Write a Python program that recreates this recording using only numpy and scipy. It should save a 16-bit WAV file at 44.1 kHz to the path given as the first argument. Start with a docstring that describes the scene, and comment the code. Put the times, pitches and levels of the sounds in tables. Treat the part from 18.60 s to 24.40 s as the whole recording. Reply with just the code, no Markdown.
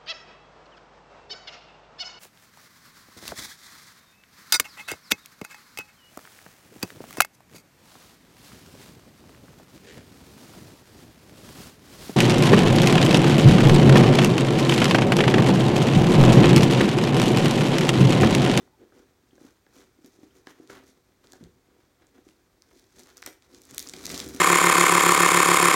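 """Packing tape peels off a cardboard box in a run of sharp snaps, while the lid it pulls on rumbles.
Each time the glue lets go, a small patch of taut film rings. Leading up to the pull, fingers bump the
hollow box, scrape it in tiny stick-slips, squeak on the tape and pick at the seam; the board cracks
as its fibres break. The box sits close by on a lap, in a small bedroom with a faint steady hiss."""
import sys
import numpy as np
from scipy import signal
from scipy.fft import rfft, irfft
from scipy.io import wavfile

SR = 44100
rng = np.random.default_rng(int(sys.argv[2]) if len(sys.argv) > 2 else 0)


def to_wav(sig):
    """Store sig (one row per channel, or 1-D mono) as 16-bit WAV at the path in sys.argv[1].

    Samples outside -1..1 are clipped; the rate is SR.
    """
    pcm = np.clip(np.atleast_2d(sig), -1, 1) * 32767
    pcm = np.round(pcm).astype(np.int16)
    wavfile.write(sys.argv[1], SR, pcm.T)  # frames by channels


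N = 255780
TIME = np.arange(N) / SR

# tone of the room's steady bed: (frequency [Hz], gain [dB])
ROOM_TONE_EQ = [(25, -1), (70, 1.5), (130, -1.5), (300, -10), (600, -11), (1500, -15.5), (3500, -19.5),
                (7000, -23), (16000, -27)]
# what the walls send back: (frequency [Hz], gain [dB])
WALL_EQ = [(60, -7), (300, -6.5), (1000, -8.5), (2000, -6), (4000, -10), (8000, -10), (16000, -6)]
# notches of the microphone port: (frequency [Hz], width [Hz], depth [0-1])
PORT_NOTCHES = [(2887, 690, 0.55), (10500, 2300, 0.47)]

# a finger chatters on the smooth tape: (time [s], peak [dB], pitch [Hz], length [s])
SQUEAKS = [(0, -60, 3670, 0.018), (0.107, -63, 890, 0.074), (0.704, -59, 2810, .012),
           (1.704, -59.5, 2750, 0.011), (3.707, -55.5, 2770, 0.0064)]
# fingers and forearm bump the box: (time [s], peak [dB], panel pitch [Hz])
BUMPS = [(.208, -46.5, 365), (.228, -43.5, 328), (0.73, -48, 305), (.813, -41.5, 319), (.848, -41, 314),
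         (1.388, -48, 309), (1.444, -42.5, 286), (1.588, -46, 313), (1.632, -39.5, 298),
         (1.9994, -38.5, 303), (2.809, -38.5, 237), (2.826, -40, 180), (2.842, -46, 136), (2.851, -46, 74),
         (3.667, -43.5, 329), (5.126, -45, 308), (5.272, -46.5, 313), (5.496, -39, 256), (5.666, -30, 280),
         (5.746, -31.5, 285)]
# ring of a box panel: (frequency [multiple of its pitch], gain [dB], t60 [s])
PANEL_MODES = [(.72, -7.5, 0.03), (1.002, 13.5, 0.031), (1.268, 6, 0.023), (1.7, -8.5, 0.016),
               (2.45, -11, 0.049)]
# finger strokes: (time of hardest press [s], length [s], rumble [dB], scrape [dB], crackle [dB])
STROKES = [(0.01, .09, -57, -67, -67.5), (0.235, 0.09, -56, -67.5, -80), (0.38, 0.091, -58, -64.5, -67.5),
           (0.764, .05, -66, -77, -71), (.855, 0.097, -59.5, -63, -61.5), (1.184, .12, -59, -61.5, -60.5),
           (1.474, 0.08, -63, -69, -63), (1.554, .08, -62, -75, -67.5), (1.635, 0.069, -63, -64, -66),
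           (1.779, 0.07, -60, -67.5, -64.5), (1.902, 0.059, -68, -56.5, -59.5),
           (2.028, 0.15, -62, -67, -69.5), (2.114, 0.035, -48.5, -51, -51), (2.164, 0.084, -53.5, -52, -61),
           (2.288, 0.096, -60.5, -78, -63.5), (2.66, 0.052, -57.5, -63.5, -65.5),
           (2.737, 0.091, -60, -64, -64.5), (2.839, 0.11, -57.5, -65, -70), (2.98, 0.045, -64.5, -87, -88),
           (3.106, 0.082, -61.5, -74, -91), (3.205, 0.12, -68.5, -70.5, -79),
           (3.431, 0.089, -64.5, -67.5, -79), (3.578, 0.085, -59.5, -67, -74),
           (3.701, 0.094, -67, -75, -67), (4.113, 0.1, -66.5, -68.5, -71.5), (4.196, 0.13, -64, -84, -64),
           (4.404, 0.13, -58, -65, -60), (4.492, 0.074, -74, -61.5, -63), (4.583, 0.049, -65, -60, -63),
           (4.682, 0.065, -58.5, -64, -54.5), (4.862, .08, -84, -70, -71), (4.96, 0.1, -54.5, -62.5, -60)]
# hollow body of the rubbed box: (frequency [Hz], width [Hz], gain [dB])
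BOX_MODES = [(210, 57, -9.5), (275, 33.4, -3), (340.6, 61.3, 0), (377.6, 98.3, -2.5), (497, 73.5, -9.5),
             (720, 125, -22.5)]
# the whole lid flexing: (frequency [Hz], width [Hz], gain [dB])
LID_MODES = [(42, 22, -17), (72.7, 27, 1), (94.3, 11, 2), (121.4, 30, -4), (201, 37, -1), (277, 39, -9.5)]
# rasp of scraped board: (frequency [Hz], gain [dB])
SCRAPE_EQ = [(200, -27.5), (500, -2), (800, -2.5), (1300, -0.5), (2200, -6.5), (2900, -3), (4000, -13),
             (8000, -33), (16000, -45)]
# the board cracks: (time [s], level over 3 ms [dB], centre [Hz], decay [s], thud before trims [dB])
CRACKS = [(0.075, -66, 1400, .002, -51), (0.321, -76, 1600, .0028, -48.5),
          (0.779, -69, 1060, 0.0028, -46.5), (1.065, -61, 2550, 0.0013, -50.5),
          (1.8706, -41, 2000, .0014, -35.5), (2.098, -44.5, 1720, 0.0033, -34.5),
          (2.733, -49, 4540, 0.0011, -41.5), (3.42, -60.5, 2040, 0.0056, -54),
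          (3.688, -55, 2400, 0.0015, -58), (4.394, -48, 5550, 0.0026, -47),
          (4.5705, -44.5, 6050, 0.0019, -56), (4.621, -44, 4700, 0.0052, -52),
          (4.6265, -37.5, 2220, 0.0004, -54), (4.662, -32.5, 6050, 0.0013, -40),
          (4.6641, -37.5, 1680, 0.0044, -46), (4.674, -40, 3060, 0.0011, -36.5),
          (5.3362, -35, 3440, 0.0028, -40), (5.501, -31.5, 2850, 0.0044, -41),
          (5.543, -30.5, 4100, 0.0084, -43)]
# short ring of the stiff liner around a crack: (frequency [Hz], width [Hz], gain [dB])
LINER_MODES = [(553, 55, 9), (770, 72, 7.5), (955, 150, 1), (1296, 150, 0), (1650, 160, 1.5),
               (2450, 100, -14)]

# contour of the long pull, before its trims: (time [s], rumble [dB], peeling edge [dB])
PULL_CONTOUR = [(5.02, -66, -68), (5.148, -51.5, -55.5), (5.292, -57.5, -57), (5.358, -48, -56.5),
                (5.414, -50, -53), (5.51, -38.5, -45.5), (5.576, -46, -44), (5.688, -42, -51.5),
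                (5.8, -52, -53.5)]
# fizz of the tape's glue: (frequency [Hz], gain [dB])
GLUE_EQ = [(400, -47), (1500, -2.5), (3900, -4.5), (6200, 4), (8000, -7), (11000, -0.5), (16000, -38)]
# patches of film, each crackling on its own: (frequency [Hz], width [Hz], gain [dB])
FILM_PATCHES = [(2440, 2260, 2.5), (4300, 810, -1), (5840, 3100, 0), (6300, 1100, -2.5), (13100, 8500, -5)]
# featured snaps of the film as the glue lets go: (time [s], peak [dB], centre [Hz])
ACCENT_SNAPS = [(1.4465, -41.5, 3900), (1.4612, -39, 5870), (2.0751, -40, 4900), (2.6715, -40, 4100),
                (2.7215, -31.5, 6240), (2.8395, -38, 5160), (3.4692, -45.5, 5500), (4.0214, -37, 5100),
                (4.4007, -35, 4800), (4.4346, -37, 5500), (4.4716, -40, 5500), (4.5792, -33, 6060),
                (4.6383, -33, 4730), (4.8234, -42, 3520), (4.9478, -34.5, 3800), (5.0184, -32.5, 6460),
                (5.0529, -38, 7400), (5.1104, -29.5, 5900), (5.1465, -23, 8600), (5.181, -10, 6400),
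                (5.1941, -15.5, 7300), (5.2018, -20.5, 4800), (5.2268, -25, 6550), (5.2732, -24.5, 4430),
                (5.2884, -22, 5230), (5.2963, -20, 4600), (5.4528, -24.5, 4330), (5.4561, -16, 4600),
                (5.4663, -15, 5150), (5.4937, -22, 5800), (5.5194, -21, 4470), (5.5776, -16.5, 5600),
                (5.5944, -20, 4180), (5.6019, -14.5, 4620), (5.6883, -23.5, 9600), (5.7482, -25, 6000)]


def undb(db):
    """Decibels to gain."""
    return 10 ** (np.asarray(db) / 20)


def unit(x):
    """Scale to rms 1."""
    return x / np.sqrt(np.mean(x ** 2))


def peak(x, db):
    """Scale to a peak level."""
    return x * undb(db) / np.abs(x).max()


def punch(x, db):
    """Scale a hit so that its energy, packed into 3 ms, has the given level."""
    return x * undb(db) * np.sqrt(.003 * SR / np.sum(x ** 2))


def add(track, s, x):
    """Mix x into the track at time s."""
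    i = max(int(s * SR), 0)
    track[i:i + len(x)] += x[:max(N - i, 0)]


def rolloff(x, order, hz, kind):
    """Low-pass or high-pass filter."""
    return signal.sosfilt(signal.butter(order, hz, kind, fs=SR, output="sos"), x)


def eq(x, points, size=4096):
    """Minimum-phase EQ through the given (Hz, dB) points."""
    hz, db = np.transpose(points)
    bins_hz = np.fft.rfftfreq(size, 1 / SR)
    gain = undb(np.interp(np.log(bins_hz + 1), np.log(hz), db))
    cepstrum = irfft(np.log(gain))
    cepstrum[1:size // 2] *= 2
    cepstrum[size // 2 + 1:] = 0
    return signal.fftconvolve(x, irfft(np.exp(rfft(cepstrum))))[:len(x)]


def resonate(x, hz, width):
    """One resonance, gain 1 at its centre."""
    return signal.lfilter(*signal.iirpeak(hz, hz / min(width, SR / 4), fs=SR), x)


def body(x, modes):
    """A bank of resonances with alternating polarity."""
    return sum((-1) ** k * undb(db) * resonate(x, hz, width) for k, (hz, width, db) in enumerate(modes))


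def wander(rate):
    """Random modulator of rms 1 that turns rate times a second."""
    knots = rng.standard_normal(N // 20)
    return unit(np.interp(TIME * rate, np.arange(len(knots)), knots))


def slips(rate, spread_db):
    """Stick-slip ticks, about rate a second: many small, a few large."""
    size = undb(spread_db * np.minimum(rng.exponential(size=N), 4))
    return unit((rng.random(N) < rate / SR) * size * rng.choice([-1, 1], N))


def burst(decay_s, hz, width_ratio, grit, edge):
    """One release and the fibres that follow it ring a small patch of film or board."""
    t = np.arange(SR // 20) / SR
    push = grit * rng.standard_normal(len(t)) * np.exp(-t / decay_s)
    push[0] += 1
    ring = resonate(resonate(push, hz, width_ratio * hz), hz, 2 * width_ratio * hz)
    # the smaller and tauter the patch, the more bite it radiates
    bite = edge * (hz / 6000) ** 2 * rolloff(push, 2, 11000, "high")
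    return ring - bite


def room_tone(level_db=-67):
    """The bedroom's bed of faint hiss, weighted to the lows."""
    return unit(eq(rng.standard_normal(N), ROOM_TONE_EQ)) * undb(level_db)


def room(x, t60_low=0.32, t60_high=0.25, build_s=0.0028, predelay_s=0.0049, near_db=-16, near_s=0.0015):
    """Box and arms scatter the sound at once; then the walls' tail builds and dies, treble first."""
    t = np.arange(SR // 2) / SR
    noise = rng.standard_normal(len(t))
    low = rolloff(noise, 1, 3000, "low")
    high = noise - low
    tail = low * undb(-60 * t / t60_low) + high * undb(-60 * t / t60_high)
    tail *= 1 - np.exp(-np.maximum(t - predelay_s, 0) / build_s)
    near = high * np.exp(-t / near_s)  # small things scatter only the treble
    response = eq(tail / np.linalg.norm(tail), WALL_EQ) + undb(near_db) * near / np.linalg.norm(near)
    return signal.fftconvolve(x, response)[:N]


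def squeaks():
    """A finger sticks and slips on the tape in brief, rough tones."""
    out = np.zeros(N)
    for s, db, hz, length in SQUEAKS:
        swell = np.hanning(int(length * SR))
        pitch = hz * (1 + 0.084 * wander(rate=780)[:len(swell)])
        add(out, s, peak(swell * np.sin(2 * np.pi * np.cumsum(pitch) / SR), db))
    return out


def knock(hz, attack_s, scatter=0.049):
    """A push rings the damped modes of one panel, each a little detuned."""
    t = np.arange(SR // 6) / SR
    detunes = 1 + scatter * rng.standard_normal(len(PANEL_MODES))
    ring = sum(undb(db) * np.sin(2 * np.pi * hz * ratio * detune * t) * undb(-60 * t / t60)
               for (ratio, db, t60), detune in zip(PANEL_MODES, detunes))
    return ring * (1 - np.exp(-t / attack_s))


def bumps():
    """Dull, hollow knocks of the hands on the box."""
    out = np.zeros(N)
    for s, db, hz in BUMPS:
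        add(out, s, peak(knock(hz, attack_s=0.0048), db))
    return out


def finger_strokes(attack_share=0.52, release_share=0.47, fidget_db=(-72, -77.5, -80)):
    """Envelopes of rumble, scrape and crackle as each stroke swells and lets go."""
    power = undb(fidget_db)[:, None] ** 2 * np.ones(N)  # the hands never quite rest
    for s, length, *levels_db in STROKES:
        along = (TIME - s) / length
        falloff = np.where(along < 0, (along / attack_share) ** 2, along / release_share)
        pressure = np.exp(-np.minimum(falloff, 20))
        power += (undb(levels_db)[:, None] * pressure) ** 2
    return np.sqrt(power)


def box_rumble(grip):
    """Slips under an uneven grip ring the hollow box."""
    drag = slips(rate=600, spread_db=4.5) * undb(2 * grip)
    return unit(body(drag, BOX_MODES))


def lid_heave():
    """The low end: slips flex the whole lid."""
    flex = body(slips(rate=500, spread_db=3), LID_MODES)
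    return unit(rolloff(flex, 2, 330, "low"))


def board_scrape(grip):
    """Dense slips blur into a dry rasp on the board."""
    drag = slips(rate=1100, spread_db=2.5) * undb(2.44 * grip)
    return unit(eq(drag, SCRAPE_EQ))


def board_cracks(liner_trim_db=-7, panel_trim_db=-3):
    """Fibres break in a short volley; the liner rings and the panel springs back just after."""
    out = np.zeros(N)
    for s, db, hz, decay_s, thud_db in CRACKS:
        fibres = burst(decay_s, hz, width_ratio=0.95, grit=1, edge=0.12)
        liner = body(burst(decay_s, hz=1040, width_ratio=2.7, grit=0.21, edge=0), LINER_MODES)
        panel = knock(hz=310, attack_s=0.001)
        add(out, s, punch(fibres, db))
        add(out, s + 0.00035, punch(liner, thud_db + liner_trim_db))
        add(out, s + 0.00094, peak(panel, thud_db + panel_trim_db))
    return out


def tape_pull(fade_in_s=0.083, trims_db=(-2.5, -3, 1)):
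    """Envelopes of rumble, scrape and crackle as the long pull tears the glue from the board."""
    times, rumble_db, edge_db = np.transpose(PULL_CONTOUR)
    rumble = undb(np.interp(TIME, times, rumble_db))
    edge = undb(np.interp(TIME, times, edge_db))
    fade_in = np.clip(1 + (TIME - times[0]) / fade_in_s, 0, 1)
    return undb(trims_db)[:, None] * np.array([rumble, edge, edge]) * fade_in


def tape_crackle(grip, fizz_db=-2.5):
    """Each tiny release rings one patch of film, so the colour shifts by the grain; the glue fizzes."""
    patches = sum(undb(db) * unit(resonate(slips(rate=450, spread_db=3.5), hz, width))
                  for hz, width, db in FILM_PATCHES)
    grains = unit(rolloff(patches, 2, 1600, "high"))
    fizz = unit(eq(slips(rate=1400, spread_db=4.5), GLUE_EQ))
    return unit((grains + undb(fizz_db) * fizz) * undb(2 * grip))


def tape_snaps(crackle, lifted_s=4.12, per_second=35, over_crackle_db=19.5, spread_db=3):
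    """Taut film clicks as the glue lets go: placed accents, plus random snaps riding the crackle."""
    centre_hz, spread_octaves = 5230, 0.14
    cues = list(ACCENT_SNAPS)
    s = lifted_s  # the random snaps start once the tape's end is lifted
    for wait, size, pitch in rng.standard_normal((400, 3)):
        s += np.exp(.5 * wait) / per_second
        if s < TIME[-1]:
            db = 20 * np.log10(crackle[int(s * SR)]) + over_crackle_db + spread_db * size
            hz = min(centre_hz * 2 ** (spread_octaves * pitch), SR / 4)
            cues.append((s, db, hz))
    out = np.zeros(N)
    for s, db, hz in cues:
        click = burst(decay_s=0.00046, hz=hz, width_ratio=0.91, grit=0.25, edge=0.019)
        add(out, s, peak(click, db))
    return out


def scene():
    """Tape and box up front, with the bedroom's short reverb and room tone behind."""
    fingers, pull = finger_strokes(), tape_pull()
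    rumble, scrape, crackle = np.hypot(fingers, pull)
    # the lid follows the rumble, and heaves most while the tape pulls on it
    heave = np.hypot(undb(-12) * fingers[0], undb(-5) * pull[0])
    grip = wander(rate=98)  # one uneven grip flutters rumble, scrape and crackle together
    handling = box_rumble(grip) * rumble + lid_heave() * heave
    handling += board_scrape(grip) * scrape + tape_crackle(grip) * crackle
    handling += board_cracks() + bumps() + squeaks()
    bed = room_tone()
    snaps = tape_snaps(crackle)
    # the lifted tape faces the microphone, so less of it goes by way of the walls
    reverb = room(handling + undb(-1.5) * snaps)
    return (handling + snaps + reverb + bed)[None]


def record(dry, low_cut_hz=37, high_cut_hz=16200):
    """The microphone port notches the treble; the recorder cuts the lowest bass and the top."""
    for hz, width, depth in PORT_NOTCHES:
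        dry = dry - depth * resonate(dry, hz, width)
    dry = rolloff(dry, 4, low_cut_hz, "high")
    return signal.sosfilt(signal.ellip(8, .2, 60, high_cut_hz, fs=SR, output="sos"), dry)


dry = scene()
out = record(dry)
to_wav(out)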